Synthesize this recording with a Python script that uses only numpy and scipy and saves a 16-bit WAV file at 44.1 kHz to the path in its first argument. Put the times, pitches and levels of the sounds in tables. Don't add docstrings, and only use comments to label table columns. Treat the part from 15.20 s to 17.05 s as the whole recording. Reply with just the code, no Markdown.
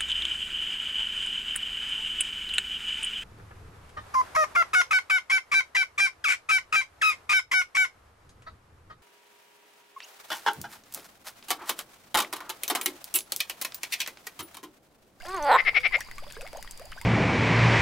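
import sys
import numpy as np
from scipy import signal
from scipy.io import wavfile
from scipy.ndimage import uniform_filter1d

SR = 44100
rng = np.random.default_rng(int(sys.argv[2]) if len(sys.argv) > 2 else 0)


def generate_wav(sig):
    pcm = np.round(np.clip(np.atleast_2d(sig).T, -1, 1) * 32767).astype(np.int16)
    wavfile.write(sys.argv[1], SR, pcm)


N = 81585
TIME = np.arange(N) / SR

# time_s, rate_hz
CROAK_PULSE_RATE = [(.05, 326.5), (.094, 365.6), (.116, 380.5), (.148, 391.2), (.162, 372.6), (.184, 340),
                    (.203, 295.8), (.244, 293.1), (.262, 276.5), (.281, 292), (.294, 233.5), (.305, 261.8),
                    (.317, 293.7), (.329, 208.8), (.338, 220.6), (.349, 276.4), (.359, 233.6), (.371, 128)]
# time_s, level_db
CROAK_ENVELOPE = [(.05, -51), (.095, -34.5), (.13, -37.5), (.147, -27.5), (.162, -35), (.178, -30.5),
                  (.2, -33), (.24, -28.5), (.278, -23), (.316, -14), (.335, -18.5), (.348, -15),
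                  (.366, -14.5), (.376, -35), (.39, -64)]
# time_s, pitch_hz
BODY_GLIDE = [(.05, 1116), (.15, 1087), (.185, 950), (.22, 865), (.295, 830), (.335, 950), (.355, 1062),
              (.375, 1100)]
# pitch_hz, width_hz, moan_gain_db, rough_gain_db
BODY_MODES = [(361, 52, -5, -41), (523, 246, 5, -10), (1348, 230, -16, -7), (1780, 78, -26.5, -21.5)]
# time_s, pitch_hz, gain_db
OVERTONE_GLIDE = [(.1, 4100, -12.5), (.27, 4740, -10), (.3, 4300, -17.5), (.325, 4030, -8),
                  (.348, 3880, -8), (.368, 3784, -13.5)]
# pitch_ratio, gain_db
OVERTONE_PARTIALS = [(1, -7), (2.02, -14), (3, -16.5)]
# start_s, length_s, gain_db, first_rate_hz, sac_pitch_hz, pan_db
CACKLE_BURSTS = [(0.3645, 0.047, -15, 475.4, 2036, 11), (0.4505, 0.048, -12.5, 450.8, 2115, 11),
                 (0.5436, 0.043, -11, 450.2, 2233, 11.5), (0.6332, 0.041, -12.5, 435.3, 2218, 13),
                 (0.7215, 0.042, -13.5, 411.1, 2126, 11.5)]
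# pitch_ratio, width_hz, gain_db, pan_share
SAC_MODES = [(.24, 170, -33.5, 0), (.35, 266, -16, 0.65), (0.672, 161, -20.5, 1), (0.999, 154, 1, 0.76),
             (1.1, 261, -60, 0.4), (1.42, 286, -47, 0.24), (2.4, 213, -23, 1)]
# start_s, length_s, level_db, first_pitch_hz, last_pitch_hz
BUBBLES = [(0.028, 0.035, -41.5, 689, 925), (.053, 0.024, -38, 578, 860), (0.511, 0.019, -48, 444, 520),
           (0.53, 0.011, -39.5, 715, 1700), (0.586, 0.053, -45, 495, 520), (0.76, 0.039, -36.5, 490, 1223),
           (.807, 0.013, -31.5, 1965, 1660), (0.979, 0.018, -38, 1100, 1294),
           (1.023, 0.028, -43, 547, 1200), (1.067, 0.025, -44.5, 567, 635), (1.167, 0.057, -41, 412, 813),
           (1.168, 0.0097, -38.5, 1600, 1720), (1.225, 0.045, -39.5, 491, 860),
           (1.247, 0.014, -43.5, 1030, 2500), (1.331, 0.012, -35, 502, 850), (1.348, 0.018, -34, 546, 1120),
           (1.373, 0.027, -37.5, 529, 1017), (1.598, 0.0306, -41.5, 477, 816),
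           (1.614, 0.015, -42, 640, 735), (1.642, 0.032, -45, 550, 900), (1.72, 0.015, -36, 1123, 3770),
           (1.761, 0.017, -43.5, 560, 1420), (1.775, 0.016, -36.5, 1475, 1780),
           (1.811, 0.029, -46, 860, 1100)]
# start_s, ring_gain_db, pitch_hz, snap_gain_db
DROPLETS = [(0.0567, -44, 3380, -34.5), (.083, -38.5, 4300, -39), (0.165, -31, 6500, -54),
            (.226, -26, 6070, -42), (0.806, -26, 5720, -22.5), (.809, -23, 1730, -34),
            (0.887, -32.5, 1190, -60), (.913, -26, 2040, -35), (0.9824, -26, 2220, -31.5),
            (1.067, -36, 1100, -52), (1.102, -32.5, 2600, -54), (1.131, -39.5, 3500, -49),
            (1.123, -42, 6860, -28.5), (1.155, -34, 2220, -66), (1.166, -32.5, 1540, -66),
            (1.21, -27.5, 2550, -32.5), (1.217, -32.5, 1450, -30), (1.266, -27.5, 2190, -52),
            (1.275, -29, 2200, -34), (1.3302, -32.5, 1165, -32.5), (1.3708, -33, 6550, -31),
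            (1.4263, -31, 2030, -25), (1.447, -33.5, 1180, -40), (1.4755, -29.5, 1940, -55),
            (1.5102, -26, 8300, -26), (1.575, -38, 7500, -30), (1.596, -36.5, 1120, -31.5),
            (1.621, -36, 1860, -40), (1.6547, -42, 7150, -32.5), (1.718, -31, 3000, -35),
            (1.814, -26.5, 2110, -27)]
# time_s, gain_db
WATER_STIR = [(0, 6.5), (.5, 4), (.7, 6.5), (.82, 3.5), (.94, -7.5), (1.1, 2.5), (1.28, -11), (1.4, -5),
              (1.54, -10), (1.63, -11), (1.85, 0)]
# delay_s, gain_db
BANK_ECHOES = [(.0105, -14.5), (.019, -23), (.031, -29.5)]
# frequency_hz, gain_db
AIR_COLOUR = [(15, -29), (25, -1.5), (102, -11.5), (335, -22.5), (714, -21), (1160, -19), (1330, -28.5),
              (2160, -20), (3920, -31), (4740, -43), (5570, -33), (13200, -33), (16000, -41)]
# centre_hz, width_hz, level_db, waver_db, waver_rate_hz
FAR_BANDS = [(2330, 87, -79, -12, 12), (4787, 490, -57.5, 0, 8.5)]

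ROUGH_FROM_S, ROUGH_FULL_S = .24, .303
SMOOTH_JITTER_S, ROUGH_JITTER_S, ROUGH_SHIMMER_DB = .000015, .00011, 2.2
BODY_WIDTH_HZ, BODY_ONSET_S = 174, .0001
RASP_HZ, RASP_WIDTH_HZ, RASP_DB = 3330, 540, -3.5
OVERTONE_WIDTH_HZ, OVERTONE_ONSET_S = 220, .0004
OVERTONE_SCATTER = .0086

RATE_SAG, SAG_CURVE = .58, 1.9
CACKLE_FULL_AT, CACKLE_FADES_AT = .54, .91
CACKLE_JITTER_S, CACKLE_SHIMMER_DB = .00002, .9
SAC_ONSET_S, SAC_RISE = .00014, .06
AFTER_RING_WIDTH_HZ, AFTER_RING_DB = 25, -32

PLIP_FADE_S, PLIP_DECAY_DB, PLIP_CURVE = .0027, 5.5, 1.724
POP_DB, POP_HZ, POP_T60_S = -2.5, 1780, .012
GURGLES_PER_S, GURGLE_DB, GURGLE_SPREAD_DB = 24, -50, 3
GURGLE_S, GURGLE_RISE = .011, 1.2
TICK_T60_S, TICK_GRIT, SNAP_ATTACK_S, SNAP_T60_S = .017, .36, .0006, .0095
SPATTER_WITHIN_S, SPATTER_DB = .012, -12
FINE_TICKS_PER_S, FINE_TICK_DB, FINE_SPREAD_DB = 140, -45.5, 8

TAIL_T60_S, TAIL_DB = .33, -18
AIR_DB, RUMBLE_HZ, RUMBLE_DB, STEREO_LIKENESS = -52, 14.3, -47, .39
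THUD_FIRST_END_S, THUD_EVERY_S, THUD_S, THUD_DB = .245, .2475, .04, -36
TOP_CUT_HZ = 16000


def croak():
    t = TIME[(TIME >= CROAK_PULSE_RATE[0][0]) & (TIME < CROAK_PULSE_RATE[-1][0])]
    pulses = pulse_times(t, at(CROAK_PULSE_RATE, t))
    rough = np.interp(pulses, [ROUGH_FROM_S, ROUGH_FULL_S], [0, 1])
    chance = rng.standard_normal((200, len(BODY_MODES) + 3))[:len(pulses)].T
    pulses = pulses + chance[0] * (SMOOTH_JITTER_S + rough * ROUGH_JITTER_S)
    body_shimmer, throat_shimmer, *mode_shimmers = chance[1:] * rough * ROUGH_SHIMMER_DB
    body = ring(pulses, at(BODY_GLIDE, pulses), BODY_WIDTH_HZ, body_shimmer / 2, BODY_ONSET_S)
    for (hz, width, moan_db, rough_db), shimmer in zip(BODY_MODES, mode_shimmers):
        body += ring(pulses, hz, width, moan_db + rough * (rough_db - moan_db) + shimmer, BODY_ONSET_S)
    voice = butter(body, 2330, "low", order=5) + throat_edge(pulses, throat_shimmer, chance[-1])
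    voice = butter(voice, 524, "high", order=4)
    power = uniform_filter1d(uniform_filter1d(voice ** 2, size=500), size=300)
    levelled = voice / np.sqrt(np.abs(power) + np.mean(voice ** 2) / 10)
    return panned(levelled * from_db(at(CROAK_ENVELOPE, TIME)), pan_db=-1)


def throat_edge(pulses, shimmer_db, pitch_chance):
    edge_db = at(OVERTONE_GLIDE, pulses, column=2) + shimmer_db
    rasp = ring(pulses, RASP_HZ, RASP_WIDTH_HZ, edge_db + RASP_DB, OVERTONE_ONSET_S)
    edge = butter(rasp, 5200, "low", order=4)
    hz = at(OVERTONE_GLIDE, pulses) * (1 + OVERTONE_SCATTER * pitch_chance)
    for ratio, db in OVERTONE_PARTIALS:
        edge += ring(pulses, ratio * hz, ratio * OVERTONE_WIDTH_HZ, edge_db + db, OVERTONE_ONSET_S)
    return edge


def cackles():
    out = np.zeros((2, N))
    for start, length, gain_db, rate_hz, sac_hz, pan_db in CACKLE_BURSTS:
        t = np.arange(int(length * SR)) / SR
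        pulses = pulse_times(t, rate_hz * (1 - RATE_SAG * (t / length) ** SAG_CURVE))
        progress = pulses / length
        jitter, shimmer = rng.standard_normal((40, 2))[:len(pulses)].T
        swell_db = gain_db + np.interp(progress, [0, CACKLE_FULL_AT, CACKLE_FADES_AT, 1], [-16, 0, 0, -13])
        hits = start + pulses + CACKLE_JITTER_S * jitter
        hit_db = swell_db + CACKLE_SHIMMER_DB * shimmer
        hz = sac_hz * (1 + SAC_RISE * (progress - CACKLE_FULL_AT))
        for ratio, width, db, pan_share in SAC_MODES:
            out += panned(ring(hits, ratio * hz, width, hit_db + db, SAC_ONSET_S), pan_db * pan_share)
        out += ring(start + pulses, sac_hz, AFTER_RING_WIDTH_HZ, swell_db + AFTER_RING_DB)
    return butter(butter(out, 490, "high", order=4), 5530, "low", order=14)


def pulse_times(t, rate_hz):
    cycles = np.cumsum(rate_hz) / SR
    return np.interp(np.arange(np.ceil(cycles[-1])), cycles, t)


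def ring(pulses, hz, width_hz, db, onset_s=.00002):
    out = np.zeros(N)
    t = np.arange(int(min(2 / width_hz, .1) * SR)) / SR
    for start, pitch, gain in np.broadcast(pulses, hz, from_db(db)):
        age = np.maximum(t - (start * SR % 1) / SR, 0)
        envelope = np.tanh(age / onset_s) * np.exp(-np.pi * width_hz * age)
        add(out, start, gain * envelope * np.sin(2 * np.pi * pitch * age))
    return out


def bubbles():
    out = np.zeros(N)
    for start, length, db, first_hz, last_hz in BUBBLES:
        add(out, start, plip(length, db, first_hz, last_hz))
    for when, pitch, size in rng.random((int(GURGLES_PER_S * N / SR), 3)):
        start, hz = when * N / SR, 800 * 3.5 ** pitch
        db = GURGLE_DB + at(WATER_STIR, start) + GURGLE_SPREAD_DB * (2 * size - 1)
        add(out, start, plip(GURGLE_S * (.5 + size), db, hz, hz * GURGLE_RISE))
    return panned(out, pan_db=-.5)


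def plip(length, db, first_hz, last_hz):
    t = np.arange(int(length * SR)) / SR
    hz = first_hz + (last_hz - first_hz) * (t / length) ** PLIP_CURVE
    fades = np.minimum(t / PLIP_FADE_S, 1) * np.minimum((length - t) / PLIP_FADE_S, 1)
    tone = fades * from_db(-PLIP_DECAY_DB * t / length) * np.sin(2 * np.pi * np.cumsum(hz) / SR)
    pop = noise_band(rng.standard_normal(SR // 4), POP_HZ / 4, POP_HZ)[:len(t)]
    return from_db(db) * (tone + pop * from_db(POP_DB - 60 * t / POP_T60_S))


def droplets():
    out = np.zeros(N)
    for start, db, hz, snap_db in DROPLETS:
        add(out, start, tick(db, hz, snap_db))
        for delay, pitch in rng.random((2, 2)):
            spatter_hz = min(hz * 2 ** (pitch * 1.4 - .5), SR / 4)
            spatter = tick(db + SPATTER_DB, spatter_hz, snap_db + SPATTER_DB)
            add(out, start + SPATTER_WITHIN_S * delay, spatter)
    for when, pitch, size in rng.random((int(FINE_TICKS_PER_S * N / SR), 3)):
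        start = when * N / SR
        db = FINE_TICK_DB + at(WATER_STIR, start) + FINE_SPREAD_DB * (2 * size - 1)
        add(out, start, tick(db, hz=1500 * 6 ** pitch, snap_db=db - 7.5))
    return panned(out, pan_db=3.7)


def tick(db, hz, snap_db):
    t = np.arange(SR // 25) / SR
    grit, white = rng.standard_normal((2, len(t)))
    tone = np.sin(2 * np.pi * hz * t) + TICK_GRIT * noise_band(grit, hz / 2, hz * 2)
    snap = noise_band(white, 5000, 11000, order=1) * np.minimum(t / SNAP_ATTACK_S, 1)
    return (tone * from_db(db - 60 * t / TICK_T60_S) + snap * from_db(snap_db - 60 * t / SNAP_T60_S)) / 2


def bank_reverb(close):
    t = TIME[:SR // 2]
    response = rng.standard_normal((2, len(t))) * from_db(-60 * t / TAIL_T60_S)
    response *= from_db(TAIL_DB) / np.sqrt(np.sum(response ** 2) / 2)
    for delay, db in BANK_ECHOES:
        response[:, int(delay * SR)] += from_db(db)
    wet = signal.fftconvolve(close.mean(axis=0)[None], response, axes=1)[:, :N]
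    return butter(wet, 9500, "low")


def pond_air():
    air, edges = 0, np.geomspace(25, 17000, num=20)
    white = stereo_noise(), stereo_noise()
    colour_hz, colour_db = np.array(AIR_COLOUR).T
    for k, band in enumerate(zip(edges, edges[1:])):
        db = np.interp(np.log(band).mean(), np.log(colour_hz), colour_db)
        air = air + from_db(db) * butter(white[k % 2], band, "band")
    rumble = butter(stereo_noise(), RUMBLE_HZ, "low")
    return from_db(AIR_DB) * rms_one(air) + from_db(RUMBLE_DB) * rms_one(rumble)


def far_frogs_and_insects():
    out = np.zeros((2, N))
    for hz, width, db, waver_db, rate_hz in FAR_BANDS:
        waver = np.interp(TIME * rate_hz, np.arange(1000), rng.standard_normal(1000))
        out += from_db(db + waver_db * waver) * noise_band(stereo_noise(), hz - width / 2, hz + width / 2)
    return out


def thuds():
    out = np.zeros(N)
    for end in np.arange(THUD_FIRST_END_S, N / SR, THUD_EVERY_S):
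        add(out, end - THUD_S, from_db(THUD_DB) * np.hanning(int(THUD_S * SR)))
    return butter(out, hz=3.3, kind="high", order=1)


def stereo_noise():
    mid, side = rng.standard_normal((2, N))
    return np.sqrt(1 + STEREO_LIKENESS) * mid + np.sqrt(1 - STEREO_LIKENESS) * side * [[1], [-1]]


def noise_band(white, low_hz, high_hz, order=2):
    return rms_one(butter(white, [low_hz, high_hz], "band", order))


def butter(x, hz, kind, order=2):
    return signal.sosfilt(signal.butter(order, np.clip(hz, 5, .49 * SR), kind, fs=SR, output="sos"), x)


def from_db(db):
    return 10 ** (np.asarray(db) / 20)


def rms_one(x):
    return x / np.sqrt(np.mean(x ** 2) + 1e-20)


def at(curve, time_s, column=1):
    curve = np.array(curve)
    return np.interp(time_s, curve[:, 0], curve[:, column])


def panned(x, pan_db):
    return x * from_db([[pan_db / 2], [-pan_db / 2]])


def add(out, start_s, sound):
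    i = max(int(start_s * SR), 0)
    out[..., i:i + sound.shape[-1]] += sound[..., :max(N - i, 0)]


def scene():
    close = croak() + cackles() + bubbles() + droplets()
    return close + bank_reverb(close) + pond_air() + far_frogs_and_insects() + thuds()


def record(dry):
    return signal.sosfilt(signal.ellip(10, .2, 80, TOP_CUT_HZ, fs=SR, output="sos"), dry)


dry = scene()
out = record(dry)
generate_wav(out)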